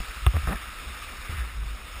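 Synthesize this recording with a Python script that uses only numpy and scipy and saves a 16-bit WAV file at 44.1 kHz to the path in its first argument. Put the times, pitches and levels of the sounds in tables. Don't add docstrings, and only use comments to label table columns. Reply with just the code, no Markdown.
import sys
import numpy as np
from scipy import signal
from scipy.fft import rfft, irfft, next_fast_len
from scipy.io import wavfile
from scipy.ndimage import uniform_filter1d, map_coordinates

SR = 44100
rng = np.random.default_rng(int(sys.argv[2]) if len(sys.argv) > 2 else 0)


def voltage_ratio(level):
    return 10 ** (np.asarray(level, float) / 20)


def generate_wav(sig):
    pcm = np.round(np.clip(np.atleast_2d(sig).T, -1, 1) * 32767).astype(np.int16)
    wavfile.write(sys.argv[1], SR, pcm)


N = 88200

# t/s, level/dB, f/Hz, rise/s, t60/s
SHAFT_JOLTS = [(.001, -22.5, 42, 0.0025, 0.071), (.08, -31, 40.7, .01, 0.14),
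               (.158, -29.5, 52, 0.012, 0.13), (.219, -19, 50.4, 0.017, 0.11),
               (0.2631, -7, 49.8, .005, 0.11), (0.339, -11.5, 72.6, 0.017, 0.16),
               (0.433, -17, 59.6, 0.0089, 0.087), (0.476, -15.5, 53.5, 0.0038, 0.083),
               (.543, -28, 54.7, .005, 0.081), (0.633, -35, 56.6, .015, .2),
               (0.847, -30, 63.6, 0.022, 0.24), (1.183, -27.5, 63, 0.0079, 0.071),
               (1.294, -21, 76, 0.0024, 0.042), (1.319, -28, 70, 0.0044, 0.11),
               (1.343, -28.5, 72, 0.0045, 0.19), (1.38, -22, 57.1, 0.016, 0.3),
               (1.551, -24.5, 52.4, 0.02, 0.46), (1.701, -26.5, 48, .02, 0.18),
               (1.819, -34.5, 51.3, 0.0084, 0.16), (1.946, -32.5, 56, 0.0072, .25)]
# f/Hz, density/dB per Hz
SHUDDER_SPECTRUM = [(90, -4), (130, -2), (190, -8.5), (330, -24), (900, -45)]
# t/s, level/dB, contact/s, upper-mode level/dB
MOUNT_KNOCKS = [
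    (0.2643, -14.5, 0.0014, 4.5),
    (0.4721, -16.5, 0.0034, -30),
]
# f/Hz, level/dB, t60/s
MOUNT_MODES = [(140, 3, 0.062), (348, -3.5, 0.065), (736, 1, 0.031), (1115, 4.5, 0.025),
               (1247, -1.5, 0.064), (1685, -0.5, 0.027), (2050, -2, 0.02), (2710, 4.5, 0.012),
               (3500, 0.5, .014)]
# t/s, f/Hz, level/dB
GROAN_PITCH = [
    (0.493, 115, -35),
    (.503, 140, -30),
    (0.514, 184, -31),
    (.533, 201.5, -31),
    (.548, 234, -47.5),
    (.57, 245, -58),
]
# multiple of the slip rate, level/dB
GROAN_PARTIALS = [(1, 0), (2, -9.5), (3, -12), (4, -15)]
# t/s, length/s, level/dB, slip rate/Hz, low-pass f/Hz
GRIP_CREAKS = [
    (.001, 0.014, -43.5, 200, 600),
    (.332, .05, -37, 140, 1420),
    (0.479, .028, -39, 123, 1300),
    (0.496, 0.046, -43, 300, 1300),
    (0.52, 0.02, -38.5, 250, 2010),
    (.545, 0.016, -42, 200, 500),
    (1.29, 0.073, -49, 97, 99),
]
# f/Hz, width/Hz, level/dB
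GRIP_RESONANCES = [(162, 137, 2), (275, 115, 2.5), (500, 430, -3.5), (703, 140, 1.5), (1220, 144, 5),
                   (1840, 120, 5.5), (2300, 360, -2.5)]
# t/s, level/dB
WIND_LEVEL = [(0, -1.5), (.25, -0.5), (.6, 0), (0.751, -1), (.9, 1), (1.1, -1), (1.3, 3.5), (1.75, 1.5),
              (1.85, 0), (2, -3)]
# f/Hz, density/dB per Hz
RUMBLE_SPECTRUM = [(20, -6.5), (35, 0.5), (55, -1.5), (80, -7.5), (120, -19.5), (200, -36.5)]
# f/Hz, density/dB per Hz
WHOOSH_SPECTRUM = [(110, -8), (200, 2.5), (350, -0.5), (600, -4.5), (850, -5.5), (1100, -12)]
# t/s, flow level/dB, splash level/dB
WASH_LEVEL = [(0, -39.5, -27), (.31, -41, -5), (.48, -40.5, 9.5), (.78, -41.5, 3), (1.05, -40.5, -12.5),
              (1.25, -42, 5), (1.3, -41, 7.5), (1.46, -44, 8.5), (1.55, -45, 4), (1.76, -43.5, -10.5),
              (2, -42, -12)]
# f/Hz, density/dB per Hz
HISS_SPECTRUM = [(150, -13.5), (300, -15), (850, -13), (1100, -8.5), (2800, -6), (3100, -11.5), (4100, -16),
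                 (5300, -9.5)]
# f/Hz, width/Hz, lift/dB
CASE_RESONANCES = [(506, 20, 5), (1259, 225, 8.5), (1730, 120, 0.5), (2480, 820, 3), (3657, 670, 9.5),
                   (4990, 300, 1.5)]


def unit(x):
    return x / np.sqrt(np.mean(x ** 2) + 1e-20)


def along(points, hz):
    f, value = np.transpose(points)
    return np.interp(np.log(hz + 1), np.log(f + 1), value)


def wobble(rate):
    return map_coordinates(rng.standard_normal(int(N * rate / SR) + 4), [np.arange(N) * rate / SR])


def filtered(x, response):
    m = next_fast_len(N + SR // 2)
    return irfft(rfft(x, m) * response(np.fft.rfftfreq(m, 1 / SR)), m)[:N]


def peak(f, hz, width):
    return 1j * f * width / (hz * hz - f * f + 1j * f * width)


def add(track, s, x):
    track[max(round(s * SR), 0):][:len(x)] += x


def low_noise(points):
    skirted = [(5.1, -60), *points, (1500, -90)]
    return unit(filtered(rng.standard_normal(N), lambda f: voltage_ratio(along(skirted, f))))


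def shaft_swings():
    stiffening = 4
    damping_power = 1.364
    bending, size, t = np.zeros(N + SR), np.zeros(N + SR), np.arange(SR) / SR
    for s, db, hz, rise, t60 in SHAFT_JOLTS:
        free = voltage_ratio(db - 60 * np.abs(t / t60) ** damping_power)
        swing = free * (1 - np.exp(-t / abs(rise)))
        turns = np.cumsum(hz * (1 + stiffening * free ** 2)) / SR
        add(bending, s, -swing * np.sin(2 * np.pi * turns))
        add(size, s, swing)
    shudder_gain = voltage_ratio(-24 + 2.64 * wobble(40.09))
    return bending[:N] + shudder_gain * size[:N] * low_noise(SHUDDER_SPECTRUM)


def knocks():
    upper_hz, soft_s = 1900, 0.00053
    out, t = np.zeros(N + SR), np.arange(SR // 5) / SR
    for s, db, contact, upper_db in MOUNT_KNOCKS:
        ring = np.zeros(len(t))
        for hz, mode_db, t60 in MOUNT_MODES:
            decay = voltage_ratio(mode_db + upper_db * (hz > upper_hz) - 60 * t / t60)
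            ring += decay * np.sin(2 * np.pi * hz * t)
        ring *= 1 - np.exp(-(t / soft_s) ** 2)
        touches = (rng.random(len(t)) < .03) * rng.standard_normal(len(t))
        rattle = .3 * np.exp(-t / contact) * touches
        add(out, s, voltage_ratio(db - 9.5) * (ring + signal.fftconvolve(ring, rattle)[:len(t)]))
    return out[:N]


def groan():
    s, hz, db = np.transpose(GROAN_PITCH)
    t = np.arange(N) / SR
    turns = np.cumsum(np.interp(t, s, hz) * (1 + 0.038 * wobble(150))) / SR
    stack = np.zeros(N)
    for k, partial_db in GROAN_PARTIALS:
        stack += voltage_ratio(partial_db + 1.5 * k * wobble(90)) * np.sin(2 * np.pi * k * turns)
    scratch = rng.standard_normal(N) * np.abs(np.sin(np.pi * turns)) ** 3
    scratch = unit(filtered(scratch, lambda f: peak(f, 1100, 1460) ** 2))
    level = voltage_ratio(np.interp(t, [s[0] - .006, *s, s[-1] + 0.011], [-90, *db, -90]))
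    return level * (stack + voltage_ratio(-10.5) * scratch)


def grip_response(f, dull_hz):
    modes = sum((-1) ** k * voltage_ratio(db) * peak(f, hz, width) for k, (hz, width, db) in enumerate(GRIP_RESONANCES))
    return modes / (1 + 1j * f / dull_hz) ** 2


def creaks():
    speed_up, jitter, slip_size_db, rub_level = 0.43, 0.056, 4.5, 0.067
    grip_on_s, grip_off_s = 0.0046, 0.023
    out, t = np.zeros(N), np.arange(SR // 5) / SR
    for s, length, db, rate, dull_hz in GRIP_CREAKS:
        slip_rate = rate * (1 + speed_up * (t / length - .5) + jitter * wobble(300)[:len(t)])
        turns = np.cumsum(slip_rate) / SR
        slips = np.diff(np.floor(turns + .7), prepend=0) * voltage_ratio(slip_size_db * rng.standard_normal(len(t)))
        rub = rub_level * rng.standard_normal(len(t)) - slips
        hand = np.clip(np.minimum(t / grip_on_s, (length - t) / grip_off_s), 0, 1)
        force = np.zeros(N + SR)
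        add(force, s, rub * hand)
        creak = unit(filtered(force[:N], lambda f: grip_response(f, dull_hz)))
        out += voltage_ratio(db) * creak * np.sqrt(length * SR / N)
    return out


def wind():
    rumble = voltage_ratio(-44.5 + 2 * wobble(11.83)) * low_noise(RUMBLE_SPECTRUM)
    whoosh = voltage_ratio(-58 + 2.0 * wobble(16)) * low_noise(WHOOSH_SPECTRUM)
    gusts = voltage_ratio(np.interp(np.arange(N) / SR, *np.transpose(WIND_LEVEL)))
    return gusts * (rumble + whoosh)


def patchy(patchy_db):
    z = signal.stft(rng.standard_normal(N + 512), nperseg=512)[2]
    field = uniform_filter1d(rng.standard_normal(z.shape), size=6, axis=0)
    field = uniform_filter1d(field, size=8, axis=1)
    return unit(signal.istft(z * voltage_ratio(patchy_db * unit(field)), nperseg=512)[1][:N])


def bubbles(count=5000):
    median_hz, spread, cycles, size_db = 1881, .6, 2.78, 2
    u, g, t = rng.random((count, 2)), rng.standard_normal((count, 1)), np.arange(500) / SR
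    hz = median_hz * np.exp(spread * g)
    life = t * hz / cycles
    ring = np.sin(2 * np.pi * hz * t * (1 + 0.088 * life)) * life * np.exp(-2 * life)
    ring *= voltage_ratio(-size_db * np.log(u[:, :1] + 0.035))
    at = (u[:, 1:] * N).astype(int) + np.arange(500)
    return unit(np.bincount(at.ravel(), ring.ravel())[:N])


def case_colour(f):
    lift = sum(db * abs(peak(f, hz, width)) ** 2 for hz, width, db in CASE_RESONANCES)
    return voltage_ratio(along(HISS_SPECTRUM, f) + lift) * abs(peak(f, 1700, 90000))


def wash():
    s, db, splash_db = np.transpose(WASH_LEVEL)
    t = np.arange(N) / SR
    flow_db = np.interp(t, s, db) + .5 * wobble(7.7) + 0.49 * wobble(70)
    splash = bubbles() + patchy(patchy_db=-2.5)
    splash = unit(filtered(splash, lambda f: abs(peak(f, 1760, 1300)) ** 2))
    foam = patchy(patchy_db=1.7) + voltage_ratio(-8) * bubbles()
    foam += voltage_ratio(-15.5 + np.interp(t, s, splash_db)) * splash
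    return voltage_ratio(flow_db + 1.5) * unit(filtered(foam, case_colour))


def scene():
    mono = shaft_swings() + knocks() + groan() + creaks() + wind() + wash()
    return np.array([mono, mono])


def roll_off(x):
    return signal.sosfilt(signal.butter(12, 15850, fs=SR, output="sos"), x)


def record(dry):
    edge_hz, edge_order, floor_db = 5524, 47, -14.5
    band = filtered(dry[0], lambda f: voltage_ratio(floor_db) + 1 / np.sqrt(1 + (f / edge_hz) ** (2 * edge_order)))
    slow = signal.resample_poly(band, 40, 147, window=("kaiser", 3))
    held = signal.resample_poly(np.repeat(slow, 4), 147, 160)[:N]
    held = filtered(held, lambda f: f < 15300)
    return roll_off(np.array([held, held]))


dry = scene()
out = record(dry)
generate_wav(out)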